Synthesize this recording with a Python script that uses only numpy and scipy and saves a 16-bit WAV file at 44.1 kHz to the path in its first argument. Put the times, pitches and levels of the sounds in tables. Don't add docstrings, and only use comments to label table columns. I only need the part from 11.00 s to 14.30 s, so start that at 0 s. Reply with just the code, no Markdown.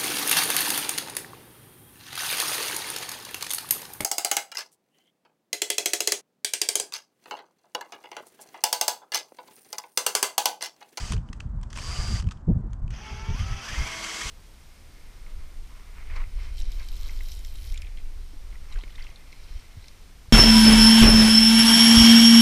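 import sys
import numpy as np
from scipy import signal
from scipy.fft import rfft, irfft, next_fast_len
from scipy.io import wavfile
from scipy.ndimage import uniform_filter1d, map_coordinates

SR = 44100
rng = np.random.default_rng(int(sys.argv[2]) if len(sys.argv) > 2 else 0)


def wrap_up_sound(samples):
    columns = np.atleast_2d(samples).T
    tamed = np.clip(columns, -1, 1)
    steps = np.round(tamed * 32767).astype(np.int16)
    wavfile.write(sys.argv[1], SR, steps)


def to_linear_factor(level_db):
    exponent = np.asarray(level_db, float) / 20
    return 10 ** exponent


N = 145530

MESH_PER_SHAFT, SHAFT_PER_CHUCK = 6.65, 18.9


def unit(x):
    return x / np.sqrt(np.mean(x ** 2) + 1e-20)


def curves(rows, t):
    s, *cols = np.transpose(rows)
    return [np.interp(t, s, c) for c in cols]


def wobble(rate, size=N):
    knots = rng.standard_normal(int(size * rate / SR) + 4)
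    coarse = map_coordinates(knots, [np.arange(0, size + 16, 16) * rate / SR])
    return np.interp(np.arange(size), np.arange(len(coarse)) * 16, coarse)


def filtered(x, response):
    m = next_fast_len(len(x) + 8192)
    return irfft(rfft(x, m) * response(np.fft.rfftfreq(m, 1 / SR)), m)[:len(x)]


def colour(points):
    f, v = np.transpose(points)
    return lambda hz: to_linear_factor(np.interp(np.log(hz + 1), np.log(f + 1), v, left=-120, right=-120))


# [pitch_hz, width_hz, gain]
HOUSING = [(1190, 900, 0.7), (2520, 66, 0.41), (3110, 53, 0.39), (4650, 180, 0.39), (5560, 150, 0.13),
           (6272, 330, 0.44), (8180, 110, 0.37), (9260, 560, 0.34), (12300, 460, 0.55)]


def housing(f):
    return 1 + sum(g * 1j * f * w / (c * c - f * f + 1j * f * w) for c, w, g in HOUSING)


def noise(points, shell=False, size=N):
    gain = colour(points)
    return unit(filtered(rng.standard_normal(size), lambda f: gain(f) * (housing(f) if shell else 1)))


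def patchy(x):
    z = signal.stft(x, nperseg=256)[2]
    field = uniform_filter1d(rng.standard_normal(z.shape), 3, 0)
    field = uniform_filter1d(field, 6, 1)
    depth_db = 2
    return unit(signal.istft(z * to_linear_factor(depth_db * unit(field)), nperseg=256)[1][:len(x)])


# [pitch_hz, level_db]
HUM = [(100, -13.5), (160, -8.5), (208, -2), (450, -20), (1000, -16), (1540, -24.5), (2570, -43.5),
       (4000, -47.5), (15000, -70)]
# [pitch_hz, level_db]
HISS = [(3500, -9), (6800, -4.5), (7900, -3), (8700, -9.5), (14000, -30.5)]


def town():
    hum = to_linear_factor(-53 + 0.6 * wobble(6.3)) * noise(HUM)
    hiss = to_linear_factor(-81.5 + 4 * wobble(110)) * noise(HISS)
    return hum + hiss


# [pitch_hz, level_db]
BUFFET = [(12, -18.5), (20, 1.5), (43, 4), (113, -4.5), (152, -12.5), (238, -24), (300, -49.5), (420, -80)]
# [pitch_hz, level_db]
FLAP = [(90, -17), (170, 2.5), (300, -14.5), (600, -27.5), (1000, -45.5)]
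# [time_s, level_db]
BREEZE = [(0, -33.5), (.35, -41.5), (.58, -36), (.68, -40.5), (.9, -33), (1.36, -43), (1.75, -34.5),
          (2.1, -42.5), (2.42, -27.5), (2.63, -51), (2.95, -44.5), (3.14, -54.5), (3.3, -48)]
# [peak_s, level_db, length_s, sharp_edge_db]
GUSTS = [(.012, -30.5, 0.043, 3), (0.114, -26.5, 0.025, 12.5), (0.152, -24.5, 0.041, -2),
         (0.184, -32, 0.016, 10), (0.398, -35, 0.033, 3), (0.304, -33, 0.014, 8), (0.466, -28.5, 0.022, -6),
         (0.545, -29.5, 0.073, 0), (0.78, -36.5, 0.057, 2), (0.99, -26, 0.032, -6), (1.096, -21, 0.077, 3),
         (1.25, -23, 0.039, 5), (1.493, -15.5, 0.029, 16), (1.569, -21.5, 0.047, 9.5),
         (1.648, -26.5, 0.047, 9.5), (1.855, -26.5, 0.062, -3.5), (1.914, -39, .04, -1),
         (2.122, -34.5, 0.017, 10), (2.233, -28, 0.017, 4), (2.296, -24.5, 0.03, 7), (2.349, -22, 0.018, 7),
         (2.397, -30, .03, -2), (2.511, -27, 0.037, -1), (2.705, -34, 0.028, -8), (2.799, -23, 0.036, -7),
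         (3.28, -41, 0.092, -8)]


def wind():
    rise_share, flap_db = 0.41, -22
    t = np.arange(0, N + 16, 16) / SR
    power, edge = to_linear_factor(curves(BREEZE, t)[0]) ** 2, 0
    for s, db, length, sharp_db in GUSTS:
        span = np.where(t < s, rise_share * length, length)
        swell = to_linear_factor(2 * db) * np.exp(-((t - s) / span) ** 2)
        power = power + swell
        edge = edge + swell ** 2 / to_linear_factor(2 * db) * to_linear_factor(2 * (flap_db + sharp_db))
    body = noise(BUFFET)
    body = body / np.sqrt(np.abs(uniform_filter1d(body ** 2, size=SR // 16)) + 0.3)
    low, flap = (np.interp(np.arange(N) / SR, t, np.sqrt(p)) for p in (power, edge))
    buffet = to_linear_factor(3.5 * wobble(24.91)) * low * body
    return buffet + to_linear_factor(3 * wobble(44.94)) * flap * noise(FLAP)


# [start_s, peak_db, ring_hz, length_s]
CLICKS = [(.1206, -18.5, 9060, 0.0038), (.1324, -27, 3036, 0.0035), (.136, -36, 432, .004),
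          (.1625, -38, 2540, 0.007), (.1784, -38, 3080, 0.0012), (.2882, -42, 3030, 0.0012),
          (.328, -32.5, 5340, 0.0051), (.331, -37.5, 2700, 0.0034), (.4, -37.5, 7450, 0.0033),
          (.4033, -29, 2660, 0.0031), (.6125, -45, 8200, 0.003), (.6295, -36, 5500, .003),
          (.631, -39.5, 1000, 0.0064), (.7018, -37.5, 5230, 0.006), (.727, -31, 6200, 0.0067),
          (.7415, -40, 7500, 0.0027), (.7535, -44, 1810, .005), (.7587, -32, 2540, 0.0075),
          (.7731, -23.5, 8900, 0.0032), (.7844, -29.5, 2340, 0.0054), (1.1974, -31, 3110, 0.00376),
          (1.208, -37, 5000, 0.0046), (1.221, -38, 4800, 0.0075), (1.241, -44, 3000, 0.0037),
          (1.267, -42, 3034, 0.0072), (1.286, -36.5, 2550, 0.0047), (1.3084, -32, 3210, 0.00637),
          (1.3154, -35.5, 1244, 0.0092), (1.3713, -49.5, 3140, 0.0037), (1.707, -57, 6000, 0.0028),
          (1.7305, -39.5, 6630, 0.0045), (1.875, -55, 6300, .003), (1.8776, -45, 2580, 0.004),
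          (1.9021, -38.5, 2860, 0.01)]
# [pitch_hz, level_db]
CASE = [(500, -41), (1030, 2), (2210, -2.5), (3220, -1), (3850, -6), (4400, -5), (7840, -7), (15400, -43)]


def clicks():
    ring_db, ring_cycles, ring_late = -1, 17, 0.4005
    hull_db, hull_t60_s, scrape_rise = -24, 0.26, 0.37
    wall_s, wall_db = 0.011, -18.5
    out, t = np.zeros(N + SR), np.arange(SR // 10) / SR
    hull = to_linear_factor(hull_db - 60 * t / hull_t60_s)
    scrapes = noise(CASE, True, 2 * N)
    for k, (s, db, hz, length) in enumerate(CLICKS):
        u = t / np.clip(length, .001, .05)
        shape = (1 - np.exp(-(u / scrape_rise) ** 2)) * np.exp(-u ** 2 * 1.2)
        shape = shape + hull * np.minimum(u, 1)
        scrape = .5 * scrapes[k * len(t):][:len(t)] * shape
        late = np.clip(t - ring_late * length, 0, None)
        decay = to_linear_factor(ring_db - 60 * late * hz / ring_cycles / 2)
        ring = decay * np.sin(2 * np.pi * hz * late) * (1 - np.exp(-late / 0.00026))
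        out[round(s * SR):][:len(t)] += to_linear_factor(db) * (scrape + ring)
    wall = filtered(np.roll(out, round(wall_s * SR)),
                    lambda f: np.exp(1j * 40 * np.sin(f / 900)) * f / (f + 3000))
    return (out + to_linear_factor(wall_db) * wall)[:N]


# [pitch_hz, level_db]
FAN = [(2940, -5.5), (5000, -6.5), (7770, -5.5), (8780, -15.5), (9690, -14), (10800, -22.5), (14000, -29),
       (15400, -31.5)]
# [time_s, fan_db]
VENTS = [
    (0, 1),
    (1.5, 0.5),
    (1.9, -38.5),
    (2.6, -11),
    (2.93, -3),
    (3.08, 1.5),
    (3.3, 5.5),
]


def rattle_and_fan(t, mesh, shaft, chuck, third, rattle_colour):
    n, speed = len(t), mesh / SPEEDS_HZ[-1]
    rub_db = (0.5 + THIRD_DB * third) * np.clip(chuck, 0, 1) ** 3 * speed ** 2
    beat = (1 + 0.11 * np.cos(shaft)) * (1 + 0.033 * chuck)
    beat = beat * to_linear_factor(0.54 * wobble(89.65, n) + rub_db)
    rattle = patchy(noise(rattle_colour, True, n))
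    dull = 1 - to_linear_factor(3 * np.log2(np.clip(speed, .05, 1)))
    rattle = rattle - dull * filtered(rattle, lambda f: 1 / (1 + (7200 / (f + 1)) ** 12))
    fan_db, = curves(VENTS, t)
    return beat * (rattle + to_linear_factor(-4.5 + fan_db) * noise(FAN, True, n))


# [pitch_hz, level_db]
WHINE = [(4300, -42), (4660, -17), (4760, -2), (4900, -3), (5300, -32)]


def case_whine(shaft, whine_db):
    return to_linear_factor(whine_db) * (1 + 0.22 * np.cos(shaft)) * noise(WHINE, False, len(shaft))


SPEEDS_HZ = [
    890,
    1185,
    1300,
    2185,
]
ORDERS = [1, 1.33, 2, 3, 3.37, 3.41, 3.83, 4.02, 4.97, 6.65, 7.52, 9.11, 10, 10.1, 12.2, 13.3, 16.65, 16.8,
          20.2, 23.6]
# [slow_db, middle_db, brisk_db, full_db]
ORDERS_DB = [(-36, -28, -28, -19), (-40, -45, -35, -21), (-32, -24, -18.5, -18.5), (-11.5, -25, -28, -17),
             (-14, -31, -30, -43), (-40, -49, -31, -15.5), (-38, -46, -40, -27), (-40, -13.5, -16.5, -40),
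             (-17, -29.5, -17.5, -21), (-5.5, -6.5, -11, -11), (-40, -38.5, -40, -28), (-40, -40, -37, -32),
             (-40, -45, -16, -16), (-9, -39, -30, -40), (-40, -22, -34.5, -23), (-17, -42, -14, -23),
             (-42, -17, -34, -22), (-10, -40, -45, -37.5), (-15, -40, -40, -40), (-28, -39, -40, -45.5)]


def shaft_tones(mesh, shaft, speed_up, asleep_db, tone_db):
    n, out = len(mesh), 0
    smear_db = 6.5 * np.abs(speed_up)
    for order, db in zip(ORDERS, ORDERS_DB):
        share = 0.086 if abs(order - MESH_PER_SHAFT) < .5 else 0.3
        level_db = np.interp(mesh, SPEEDS_HZ, db) + tone_db - smear_db * share - asleep_db
        level_db = level_db + 2.5 * wobble(21.13, n)
        drift = 0.45 * np.log(order + 1) * wobble(25.15, n)
        out = out + to_linear_factor(level_db) * np.sin(order * shaft + drift)
    return out


SIDEBANDS_DB = [-1, -4, 0, 1, -1, -1, -2]


def mesh_comb(mesh, shaft, comb_db):
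    n, out = len(mesh), 0
    mode_hz, width_hz = 4790, 300
    for k, db in enumerate(SIDEBANDS_DB):
        order = 4 * MESH_PER_SHAFT + k - 2
        pitch_hz = order * mesh / MESH_PER_SHAFT
        mode = 1 / (1 + ((pitch_hz - mode_hz) / width_hz * 2) ** 2)
        level = to_linear_factor(comb_db + db + 1.1 * wobble(30.3, n))
        out = out + level * mode * np.sin(order * shaft + 0.35 * wobble(24.9, n))
    return out


GRIND_DB = [-10.5, -28.5, -12.5, -4.5]


def gear_grind(mesh, shaft, chuck, third, speed_up):
    n, width = len(mesh), 0.0503
    spread = width * np.cumsum(mesh * wobble(260, n)) * 2 * np.pi / SR
    grind = np.sin(MESH_PER_SHAFT * .97 * shaft + spread) * to_linear_factor(1.9 * wobble(120, n))
    pull_db = 0.5 * np.clip(speed_up, 0, 8) * (mesh > SPEEDS_HZ[2])
    level_db = np.interp(mesh, SPEEDS_HZ, GRIND_DB) + 5 * chuck + THIRD_DB * third + pull_db
    return to_linear_factor(level_db) * grind


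KNOCK_S, THIRD_DB = 3.045, 2


def motor(run, rattle_colour, tone_db, whine_db, comb_db):
    t = np.arange(N) / SR
    near = t[(t > run[0][0] - .03) & (t < run[-1][0] + .03)]
    n = round((len(near) + 4096) // 8192 + 1) * 8192
    t = near[0] + np.arange(n) / SR
    mesh, level_db = curves(run, t)
    shaft = 2 * np.pi * np.cumsum(mesh) / MESH_PER_SHAFT / SR
    chuck_turn = (shaft - np.interp(KNOCK_S, t, shaft)) / SHAFT_PER_CHUCK
    chuck, third = np.cos(chuck_turn), np.cos(chuck_turn / 3)
    speed_up = np.gradient(mesh) * SR / 1000
    asleep_db = 7 * np.clip(900 - mesh, 0, None) / 100
    out = rattle_and_fan(t, mesh, shaft, chuck, third, rattle_colour)
    out = out + case_whine(shaft, whine_db - asleep_db)
    out = out + shaft_tones(mesh, shaft, speed_up, asleep_db, tone_db)
    out = out + mesh_comb(mesh, shaft, comb_db - asleep_db)
    out = out + gear_grind(mesh, shaft, chuck, third, speed_up)
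    whole = np.zeros(N + n)
    running = (t >= run[0][0]) & (t <= run[-1][0])
    whole[round(t[0] * SR):][:n] = out * to_linear_factor(level_db) * running
    return whole[:N]


# [time_s, mesh_hz, rattle_db]
FIRST = [
    (0, 1202, -42.5),
    (.115, 1198, -43.5),
    (.14, 750, -43.5),
    (.19, 300, -91),
    (.3, 100, -67),
]
# [time_s, mesh_hz, rattle_db]
BURST = [(.7, 101, -61), (.735, 303, -62.5), (.76, 502, -46.5), (.8, 892, -45), (.85, 1095, -42.5),
         (.92, 1163, -40.5), (.96, 1187, -41), (1.17, 1185, -41), (1.198, 1112, -43), (1.23, 606, -65),
         (1.42, 101.7, -78)]
# [time_s, mesh_hz, rattle_db]
LONG = [(1.905, 301, -56), (1.94, 642.6, -48), (2, 826, -49), (2.05, 868.6, -46), (2.22, 874, -46.5),
        (2.33, 910, -46), (2.39, 1167, -41.5), (2.45, 1292, -43), (2.615, 1315, -43), (2.64, 1481, -38),
        (2.67, 1679, -39), (2.75, 2065, -37.5), (2.86, 2181, -38), (3.3, 2188, -38)]
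# [pitch_hz, level_db]
OPEN = [(300, -7), (700, -10.5), (1200, -10), (3000, -7.5), (3720, -23), (4700, -6), (7000, -15),
        (9100, -19)]
# [pitch_hz, level_db]
SHUT = [(300, -12.5), (900, -6), (3300, -1.5), (3800, -13), (5960, -4), (7200, -18), (11000, -24),
        (15400, -31)]


def drill():
    first = motor(FIRST, OPEN, tone_db=-7, whine_db=-24, comb_db=-10)
    burst = motor(BURST, OPEN, tone_db=1.5, whine_db=-21, comb_db=-1.5)
    long_run = motor(LONG, SHUT, tone_db=4.2, whine_db=-17, comb_db=-15)
    return first + burst + long_run


def scene():
    return (town() + wind() + clicks() + drill())[None]


def low_pass(x):
    return signal.sosfilt(signal.butter(12, 15500, fs=SR, output="sos"), x)


def record(dry):
    mix = filtered(dry[0], lambda f: 1 / (1 + (f / 14600) ** 24))[None]
    return low_pass(mix)


dry = scene()
out = record(dry)
wrap_up_sound(out)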